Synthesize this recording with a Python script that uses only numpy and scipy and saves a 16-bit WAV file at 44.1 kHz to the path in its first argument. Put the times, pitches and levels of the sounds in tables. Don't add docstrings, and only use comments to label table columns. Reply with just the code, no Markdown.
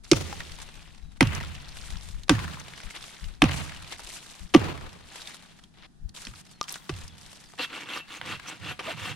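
import sys
import numpy as np
from scipy import signal
from scipy.fft import rfft, irfft, next_fast_len
from scipy.io import wavfile
from scipy.ndimage import uniform_filter1d

SR = 44100
rng = np.random.default_rng(int(sys.argv[2]) if len(sys.argv) > 2 else 0)


def inscribe(sig):
    pcm = np.round(np.clip(np.atleast_2d(sig).T, -1, 1) * 32767)
    wavfile.write(sys.argv[1], SR, pcm.astype(np.int16))


N = 403515
TIME = np.arange(N) / SR

# frequency in Hz, relative density in dB per Hz.
HUSH_SPECTRUM = [(35, -20.5), (60, -10), (98, -1.5), (176, 7), (579, -18), (749, -8.5), (1010, -17),
                 (1860, -14.5), (2090, -24), (3760, -18.5), (10300, -26), (13900, -43.5), (16000, -59.5)]
# frequency in Hz, relative density in dB per Hz.
WIND_SPECTRUM = [(15, -4.5), (35, -0.5), (55, -5.5), (90, -14), (180, -18.5), (400, -67)]
# time in seconds, relative level in dB.
BREEZE_COURSE = [(0.0, -52.5), (2.37, -44), (2.68, -61), (3.21, -56), (7.06, -65.5), (8.0, -71),
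                 (9.15, -73)]
BREEZE_GAIN_DB, FLUTTER_DB, FLUTTER_PER_S = 1.5, 5.5, 19
# start in seconds, length in seconds, relative level in dB.
WIND_PUFFS = [(1.857, .17, -33.5), (2.02, 0.18, -39), (2.836, 0.057, -32), (3.209, 0.096, -31.5),
              (4.401, 0.079, -34), (4.8, .1, -43.5), (5.987, .14, -35), (6.264, 0.062, -38.5),
              (7.02, 0.05, -41)]
# start in seconds, length in seconds, start pitch in Hz, end pitch in Hz, level in dB.
BIRD_NOTES = [(1.0, .15, 3900, 3880, -60), (6.475, .055, 5800, 4400, -56), (6.52, .085, 4400, 4200, -60),
              (6.8, .04, 3800, 3200, -54), (7.09, .03, 3800, 3300, -55), (7.125, .03, 3700, 3150, -54),
              (7.28, .06, 5000, 5500, -58), (7.44, .06, 5800, 4500, -56)]
# start in seconds, length in seconds,
# where it peaks (0-1), body level in dB, crispness level in dB.
MOVEMENTS = [(0.034, 0.11, 0.08, -53, -50.5), (0.613, 0.031, 0.3, -50, -43), (1.738, 0.56, 0, -49.5, -49),
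             (2.691, 0.78, 0.26, -49, -51), (2.94, 0.043, 0.42, -39, -46), (3.523, 0.21, 0, -48.5, -43.5),
             (3.903, 0.058, .4, -43.5, -45), (3.93, 0.68, 0.26, -51, -49), (4.109, 0.093, 0.47, -45, -41.5),
             (5.026, .36, 0.71, -45.5, -47), (5.306, 0.46, 0.17, -56.5, -60.5),
             (5.73, .14, 0.91, -53, -70.5), (6.141, 0.22, 0.05, -49, -46.5), (6.311, .11, 0.87, -56, -49),
             (6.446, 0.17, 0.02, -67, -59), (6.671, 0.14, 0.28, -46.5, -42), (6.775, .33, 0.69, -51.5, -51),
             (7.158, 0.62, 0.1, -56.5, -55)]
# frequency in Hz, relative density in dB per Hz.
RUSTLE_BODY_SPECTRUM = [(180, -36), (300, -1), (437, -5), (904, 0), (1350, -3.5), (1970, -2), (3590, -1),
                        (6000, -14.5), (7800, -36), (13200, -120)]
# frequency in Hz, relative density in dB per Hz.
RUSTLE_CRISP_SPECTRUM = [(2350, -40), (4000, -13), (7100, -12), (8650, -10.5), (13900, -20), (14900, -36),
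                         (16000, -32.5)]
CRINKLES_PER_S, CRINKLE_S, CRINKLE_SIZE = 45, .003, 1.05
SHOWER_PEAK_S, SHOWER_POWER, SHOWER_CRISP_DB = .27, 1.39, -4.5
# time in seconds, relative peak in dB, centre in Hz.
CHIP_TICKS = [(0.327, -24, 800), (0.404, -25.5, 1850), (1.41, -27, 930), (2.234, -37, 3800),
              (2.391, -24, 2110), (2.736, -32, 2040), (2.907, -31, 2120), (3.026, -31, 3460),
              (3.242, -34.5, 2920), (3.915, -34, 2270), (3.994, -32, 950), (4.776, -32.5, 2170),
              (5.218, -33, 3800), (5.273, -27, 3650), (5.638, -40.5, 3200), (6.092, -42, 4480),
              (6.163, -32.5, 3210), (6.251, -30.5, 4300), (6.337, -39, 1280), (6.358, -39, 4000),
              (6.629, -31, 5060), (6.64, -31.5, 3240), (6.682, -29.5, 2520), (6.693, -28, 5800),
              (6.724, -23.5, 11430), (6.741, -27.5, 3400), (6.757, -29.5, 1450), (6.939, -36, 2720),
              (7.079, -35, 5100), (7.536, -41, 820), (8.397, -32, 1650)]
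SNAP_S = 6.6127
# frequency in Hz, level in dB, decay time to -60 dB in seconds.
SNAP_MODES = [(1210, -21, .044), (1400, -30, .015), (2600, -28, .004), (4100, -14, .003), (5600, -13, .003)]
# start in seconds, end in seconds, relative level in dB,
# where the pressure peaks (0-1), treble in dB, blade ring in dB, log drone in dB.
SAW_STROKES = [(7.579, 7.674, -26.5, 0.24, -10, -5, -60), (7.681, 7.881, -33.5, 0.43, -6, -14, -67),
               (7.848, 8.022, -30.5, 0.65, -5, -0.5, -61), (8.059, 8.216, -38.5, 0.55, 1, -10, -70),
               (8.199, 8.385, -31.5, 0.61, -5, -8, -46), (8.42, 8.592, -36, 0.49, -5, -20, -59),
               (8.595, 8.749, -33, .65, -6.5, -3, -43), (8.807, 8.957, -30.5, 0.6, -4, -12, -52.5),
               (8.94, 9.16, -32.5, 0.6, -1.5, -5, -42)]
DRONE_SWELL_POWER = 0.17
# frequency in Hz, relative density in dB per Hz.
SAW_SPECTRUM = [(120, -31), (200, -4.5), (305, 1), (416, -12.5), (509, -10), (647, -16.5), (722, -12),
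                (791, -11), (1230, -7), (2020, -8), (2750, -5.5), (4120, -12.5), (5130, -19), (11500, -25),
                (16000, -30)]
# frequency in Hz, width in Hz, relative level in dB.
BLADE_MODES = [(732, 14, 0), (2692, 14, 14), (2950, 12, 5), (3210, 30, 4), (3670, 22, 0), (11280, 50, 13)]
# start in seconds, length in seconds, frequency in Hz, level in dB.
BLADE_CHATTER = [(7.599, 0.05, 4070, -36.5), (7.617, 0.047, 3180, -34.5), (8.468, 0.036, 5930, -42),
                 (8.483, 0.025, 7940, -42.5), (8.869, 0.053, 640, -35.5)]
# time in
# seconds, crack in dB, # bite length in seconds, treble in dB, hollowness in dB, chip shower in dB, knock in
# dB, # starting knock pitch in Hz, knock swell in seconds, boom in dB; all levels are relative.
TRUNK_BLOWS = [(0.1144, -22.5, 0.0051, 16, -3.5, -47.5, -6.5, 325, 0.008, -24.5),
               (1.2076, -11.5, 0.0047, -6, 0, -49, -11.5, 316, 0.013, -20),
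               (2.294, -12.5, 0.0039, 5, 2, -52, -12.5, 346, 0.019, -22.5),
               (3.4194, -12, 0.0046, -5.5, -1, -49, -11, 301, 0.015, -21.5),
               (4.5465, -16.5, .004, 1, 5, -56, -2.5, 310, .009, -24),
               (6.269, -37.5, 0.0034, 6.5, -15.5, -62, -41, 261.6, 0.0063, -47),
               (6.893, -35, 0.0088, 3.5, 2, -59, -27, 385, 0.0054, -33),
               (8.214, -31.5, 0.0018, -20, 2, -56.5, -58, 298, 0.012, -57),
               (8.792, -36, 0.02, -5.5, 1, -54.5, -51, 297, 0.01, -58)]
# time in seconds, relative level in dB.
WOOD_SPLITS = [(0.1324, -17.5), (1.2277, -18.5), (2.282, -36), (2.3023, -25), (3.4398, -16), (4.539, -22.5),
               (4.543, -16), (4.5625, -22.5)]
# frequency in Hz, relative density in dB per Hz.
CRACK_SPECTRUM = [(260, -18), (450, -5), (538, -9), (759, -7.5), (2190, -9.5), (2470, -14), (3230, -13.5),
                  (4990, -17.5), (5790, -17.5), (7930, -26), (9770, -25), (13600, -47), (16000, -60.5)]
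# frequency in Hz, width in Hz, level in dB.
LOG_MODES = [(533, 21, 5), (750, 24, 1.3), (916, 20, 3.2), (1173, 45, 2.2), (1560, 18, 2.9), (2027, 27, 1),
             (2530, 210, 4.6), (2854, 22, 3.7), (3060, 240, 1.6), (5360, 34, 1.8), (5880, 27, 1.7)]
# frequency in Hz, relative level in dB, decay time to -60 dB in seconds.
FOREST_ECHO = [(54.3, -6.5, 1), (95, 2.5, 1), (159, -5, 1), (202, -17, 0.66), (270, -19.5, 0.65),
               (560, -10.5, 1), (1000, -5.5, 1.0), (2550, -6.5, 0.9), (4970, -9, 1), (12000, -4.5, 1)]
# frequency in Hz, phase in radians.
PORT_LEAD = [(0, 0), (380, 0.22), (750, 1.24), (1150, 0.47), (1600, 0.78), (2200, -0.1), (6000, 0.2),
             (8000, 2.5), (9500, 4), (16000, 5.5)]
SUPPRESS_ABOVE_HZ, SUPPRESS_BELOW_DB, SUPPRESS_DEPTH_DB, SUPPRESS_SLOPE = 400, -56, 5, 1.0
CUTOFF_HZ = 15800
LEFT_RIGHT = np.array([[1], [-1]])


def from_db(db):
    return 10 ** (np.asarray(db) / 20)


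def rms_one(x):
    return x / np.sqrt(np.mean(x ** 2) + 1e-20)


def at_hz(points, hz, axis=1):
    points = np.array(points)
    return np.interp(np.log(hz + 1e-9), np.log(points[:, 0]), points[:, axis])


def cut(x, hz, kind, order=2):
    sections = signal.butter(order, np.clip(hz, 10, .45 * SR), kind, fs=SR, output="sos")
    return signal.sosfilt(sections, x + 1e-18)


def colour(x, spectrum, size=8192):
    hz = np.arange(size // 2 + 1) * SR / size
    cepstrum = irfft(np.log(from_db(at_hz(spectrum, hz))))
    causal = 2 * cepstrum[:size // 2] * (np.arange(size // 2) > 0)
    response = irfft(np.exp(rfft(causal, size)))
    return signal.oaconvolve(x, response[None] / np.linalg.norm(response))[:, :N]


def resonate(x, hz, width):
    r = np.exp(-np.pi * width / SR)
    zeros = np.array([1, 0, -1]) * (1 - r * r) / 2
    poles = [1, -2 * r * np.cos(2 * np.pi * hz / SR), r * r]
    return signal.lfilter(zeros, poles, x + 1e-18)


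def glide(pitch):
    return np.sin(2 * np.pi * np.cumsum(pitch) / SR)


def add(out, s, sound):
    start = max(round(s * SR), 0)
    out[:, start:start + sound.shape[-1]] += sound[..., :max(N - start, 0)]


def drift(per_s):
    knots = np.arange(0, N / SR + 1, 1 / per_s)
    return np.interp(TIME, knots, rng.standard_normal(len(knots)))


def stereo_noise(apart_hz, spread, size=N):
    mid, side = rng.standard_normal((2, size))
    width = np.sqrt(np.clip(spread, 0, 1))
    lowpass = signal.butter(2, min(apart_hz, .45 * SR), fs=SR, output="sos")
    high_side = side - signal.sosfiltfilt(lowpass, side)
    return mid + (width * side + (1 - width) * high_side) * LEFT_RIGHT


def grains(per_s, spread_db):
    sizes = from_db(spread_db * np.minimum(rng.exponential(1, N), 5))
    sizes = sizes * (rng.random(N) < per_s / SR)
    return rms_one(uniform_filter1d(sizes, size=24))


def swell(t, peak_s, power):
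    return (t / peak_s * np.exp(1 - t / peak_s)) ** power


def progress_of(start, end, peak_at):
    peak = start + np.clip(peak_at, .05, .95) * (end - start)
    return np.interp(TIME, [start, peak, end], [0, .5, 1])


def arch(progress):
    return np.sin(np.pi * progress).clip(0)


def outdoors():
    hush = from_db(-57.0) * rms_one(colour(stereo_noise(apart_hz=3044, spread=0.9), HUSH_SPECTRUM))
    course_db = np.interp(TIME, *np.transpose(BREEZE_COURSE))
    breeze = from_db(course_db + BREEZE_GAIN_DB + FLUTTER_DB * drift(FLUTTER_PER_S))
    puffs = sum(from_db(db) * arch(progress_of(start, start + length, .5)) for start, length, db in WIND_PUFFS)
    rumble = rms_one(colour(rng.standard_normal((2, N)), WIND_SPECTRUM))
    return hush + np.hypot(breeze, puffs) * rumble * from_db([[3.5], [-10]])


def bird():
    out = np.zeros((2, N))
    for s, length, start_hz, end_hz, db in BIRD_NOTES:
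        u = np.linspace(0, 1, int(length * SR))
        pitch = end_hz + (start_hz - end_hz) * (1 - u) ** 2
        waver = from_db(3 * drift(120)[:len(u)] - 3)
        add(out, s, from_db(db) * waver * glide(pitch) * np.abs(np.sin(np.pi * u)))
    return out


def stirring():
    shower = 0
    for s, _, _, _, _, shower_db, *_ in TRUNK_BLOWS:
        envelope = swell((TIME - s).clip(0), SHOWER_PEAK_S, SHOWER_POWER)
        shower = shower + (from_db(shower_db) * envelope) ** 2
    body, crisp = shower, shower * from_db(SHOWER_CRISP_DB) ** 2
    for start, length, peak_at, body_db, crisp_db in MOVEMENTS:
        speed = arch(progress_of(start, start + length, peak_at))
        body = body + (from_db(body_db) * speed) ** 2
        crisp = crisp + (from_db(crisp_db) * speed) ** 2
    return np.sqrt(body), np.sqrt(crisp)


def crinkles():
    bursts = (rng.random(N) < CRINKLES_PER_S / SR) * np.minimum(rng.exponential(1, N), 3)
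    bursts = signal.lfilter([1], [1, -np.exp(-1 / (CRINKLE_S * SR))], bursts + 1e-18)
    return rms_one((1 + CRINKLE_SIZE * bursts) * from_db(1.5 * drift(35)))


def rustle(body_gain, crisp_gain):
    body = stereo_noise(apart_hz=6000, spread=0.34) * (3.0 + 0.3 * grains(per_s=150, spread_db=5.5))
    body = body * from_db(1.1 * drift(60))
    crisp = stereo_noise(apart_hz=5000, spread=0.55) * (6 + 0.22 * grains(per_s=400, spread_db=5.5))
    crisp = crisp * from_db(2.7 * drift(70))
    body = body_gain * rms_one(colour(body, RUSTLE_BODY_SPECTRUM))
    crisp = crisp_gain * rms_one(colour(crisp, RUSTLE_CRISP_SPECTRUM))
    return crinkles() * (body * from_db(1.1 * LEFT_RIGHT) + crisp)


def litter(body_gain, crisp_gain):
    out = 0
    for hz in np.geomspace(1500, 10000, 7):
        clicks = (rng.random(N) < 26 / SR) * from_db(2.2 * np.minimum(rng.exponential(1, N), 3))
        ticks = rms_one(cut(clicks, [hz / 1.2, hz * 1.125], "band"))
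        gain = body_gain if hz < 4500 else crisp_gain
        out = out + ticks * gain * from_db(rng.normal(0, 4.6) * LEFT_RIGHT)
    return from_db(-13) * out


def clack(hz):
    t = TIME[:SR // 16]
    decay = np.exp(-t / 0.0024) + from_db(-12.0) * np.exp(-t / 0.0072)
    contact = stereo_noise(apart_hz=6000, spread=.25, size=len(t)) * decay
    tick = resonate(contact, hz, .7 * hz) + 2.6 * resonate(contact, hz, .055 * hz)
    return tick / np.abs(tick.mean(axis=0)).max()


def twigs():
    out, t = np.zeros((2, N)), TIME[:SR // 10]
    for s, db, hz in CHIP_TICKS:
        add(out, s, from_db(db + 1.0) * clack(hz))
    for s, crack_db, *_ in TRUNK_BLOWS:
        for flight, pitch, side in rng.random((9, 3)):
            flight_s = .04 + .45 * flight ** 1.5
            db = crack_db - 13 - 26 * flight_s + 8 * (side - .5) * LEFT_RIGHT
            add(out, s + flight_s, from_db(db) * clack(900 * 7 ** pitch))
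    snap = sum(from_db(db - 60 * t / t60) * np.sin(2 * np.pi * hz * t) for hz, db, t60 in SNAP_MODES)
    add(out, SNAP_S, snap)
    return out


def chatter():
    out = np.zeros((2, N))
    for s, length, hz, db in BLADE_CHATTER:
        size = int(length * SR)
        squeak = rms_one(resonate(stereo_noise(apart_hz=5950, spread=0.064, size=size), hz, 0.079 * hz))
        add(out, s, from_db(db) * squeak * np.sin(np.linspace(0, np.pi, size)))
    return out


def saw():
    force, treble, ringing, speed, shaking = np.zeros((5, N))
    for start, end, db, peak_at, treble_db, ring_db, drone_db in SAW_STROKES:
        progress = progress_of(start, end, peak_at)
        arc = arch(progress)
        press = from_db(db) * arc ** 1.25
        force, speed = force + press, np.maximum(speed, arc)
        treble = treble + press * (from_db(treble_db) - 1)
        ringing = ringing + 2 * progress * press * from_db(ring_db)
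        shaking = shaking + from_db(drone_db) * arc ** DRONE_SWELL_POWER
    tooth_hz = 260 * np.sqrt(speed) * from_db(1.8 * drift(90))
    teeth = np.cumsum(tooth_hz) / SR % 1
    bite = (.6 + np.exp(-teeth / .22)) * from_db(1.5 * drift(220))
    rip = stereo_noise(apart_hz=6400, spread=0.055) * rms_one(bite)
    splinters = sum(resonate(rip, hz, .16 * hz) * from_db(5 * drift(80)) for hz in np.geomspace(500, 8000, 14))
    rip = colour(rms_one(0.49 * rip + splinters), SAW_SPECTRUM)
    wood = rip * force + cut(rip * treble, 3900, "high", order=1)
    blade = sum(from_db(db) * resonate(rip * ringing, hz, width) for hz, width, db in BLADE_MODES)
    drone = rms_one(cut(stereo_noise(apart_hz=6000, spread=0.51), [85, 170], "band", order=3))
    return from_db(0.5) * (wood + blade) + drone * shaking * from_db([[-10], [4]])


def trunk():
    out, t = np.zeros((2, N)), TIME[:SR // 2]
    for s, *_, knock_db, knock_hz, swell_s, boom_db in TRUNK_BLOWS:
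        knock_pitch = knock_hz / (1 + (t / 0.033) ** 2) ** .5 * (1 + 0.095 * drift(220)[:len(t)])
        knock = glide(knock_pitch) * swell(t, swell_s, power=2.3)
        knock = knock / (1 + (t / (swell_s + 0.024)) ** 8)
        thud = rms_one(cut(rng.standard_normal(len(t)), [170, 520], "band"))
        thud = thud * swell(t, 0.0063, power=.9)
        overtone = np.sin(2 * np.pi * 547 * t) * swell(t, 0.0056, power=0.45)
        knock = knock + from_db(-16.5) * thud + from_db(-24.5) * overtone
        boom_pitch = (78 + 150 * np.exp(-t / .033)) * (1 + 0.14 * drift(70)[:len(t)])
        boom = glide(boom_pitch) * swell(t, .022, power=0.56) * from_db(1.5 * drift(98)[:len(t)])
        sway = rms_one(cut(rng.standard_normal(len(t)), [25, 85], "band"))
        sway = sway * swell(t, 0.021, power=1.8)
        add(out, s, from_db(knock_db) * knock + from_db(boom_db) * (boom + from_db(-6.5) * sway))
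    return out * from_db([[-1.3], [1.3]])


def cracks():
    out, t = np.zeros((2, N)), TIME[:SR // 10]
    for s, db, bite_s, treble_db, hollow_db, *_ in TRUNK_BLOWS:
        tear = stereo_noise(apart_hz=7000, spread=0.15, size=len(t))
        tear = tear * (np.exp(-(t / bite_s) ** 2) + from_db(-17.5) * np.exp(-t / 0.021))
        tear = tear + (from_db(treble_db) - 1) * resonate(tear, 6000, 4500)
        tear = tear + (from_db(hollow_db) - 1) * resonate(tear, 570, 1100)
        add(out, s, from_db(db) * tear)
    for s, db in WOOD_SPLITS:
        split = stereo_noise(apart_hz=7000, spread=0.053, size=len(t)) * np.exp(-t / 0.0023)
        add(out, s, from_db(db) * split)
    out = colour(out, CRACK_SPECTRUM)
    return out + sum(from_db(db) * resonate(out, hz, width) for hz, width, db in LOG_MODES)


def forest(x):
    echo, lumps = 0, rms_one(from_db(3.4 * drift(90)))
    crackle = rms_one(1.5 + 0.36 * grains(per_s=250, spread_db=4.0))
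    scatter = [stereo_noise(apart_hz=4500, spread=0.67) * lumps * crackle for _ in range(2)]
    rumble = rng.standard_normal((2, N))
    edges, source = np.geomspace(45, 16000, 15), x.mean(axis=0)
    for k, (low, high) in enumerate(zip(edges, edges[1:])):
        hz = np.sqrt(low * high)
        power = cut(source, [low, high], "band") ** 2
        energy_fade_s = at_hz(FOREST_ECHO, hz, axis=2) / np.log(1e6)
        for fade_s in (energy_fade_s, .022):
            keep = np.exp(-1 / (fade_s * SR))
            power = signal.lfilter([1 - keep], [1, -keep], power + 1e-18)
        noise = rms_one(cut(scatter[k % 2] if hz > 150 else rumble, [low, high], "band"))
        pan = from_db(np.interp(hz, [140, 700], [-3.5, 1.6]) * LEFT_RIGHT)
        echo = echo + from_db(at_hz(FOREST_ECHO, hz) - 3.5) * np.sqrt(power) * noise * pan
    return echo


def ports(x):
    hz, radians = np.transpose(PORT_LEAD)
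    size = next_fast_len(N + 4096)
    lead = np.interp(np.arange(size // 2 + 1) * SR / size, hz, radians)
    return irfft(rfft(x, size) * np.exp(.5j * lead * LEFT_RIGHT), size)[:, :N]


def suppress(x):
    highpass = signal.butter(2, SUPPRESS_ABOVE_HZ, "high", fs=SR, output="sos")
    treble = signal.sosfiltfilt(highpass, x)
    power = uniform_filter1d((treble ** 2).mean(axis=0), size=600)
    level_db = 10 * np.log10(power.clip(1e-12))
    loss_db = np.clip(SUPPRESS_SLOPE * (SUPPRESS_BELOW_DB - level_db), 0, SUPPRESS_DEPTH_DB)
    return x + (from_db(-loss_db) - 1) * treble


def scene():
    stirred = stirring()
    leaves = cut(rustle(*stirred) + litter(*stirred), 10000, "low")
    small = cut(twigs(), 11000, "low") + saw() + chatter()
    blows = cracks() + trunk()
    echo = forest(blows + from_db(-7.0) * small)
    return outdoors() + bird() + leaves + small + blows + echo


def record(dry):
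    heard = np.clip(suppress(ports(dry)), -1, 1)
    return signal.sosfilt(signal.ellip(10, .1, 80, CUTOFF_HZ, fs=SR, output="sos"), heard)


dry = scene()
out = record(dry)
inscribe(out)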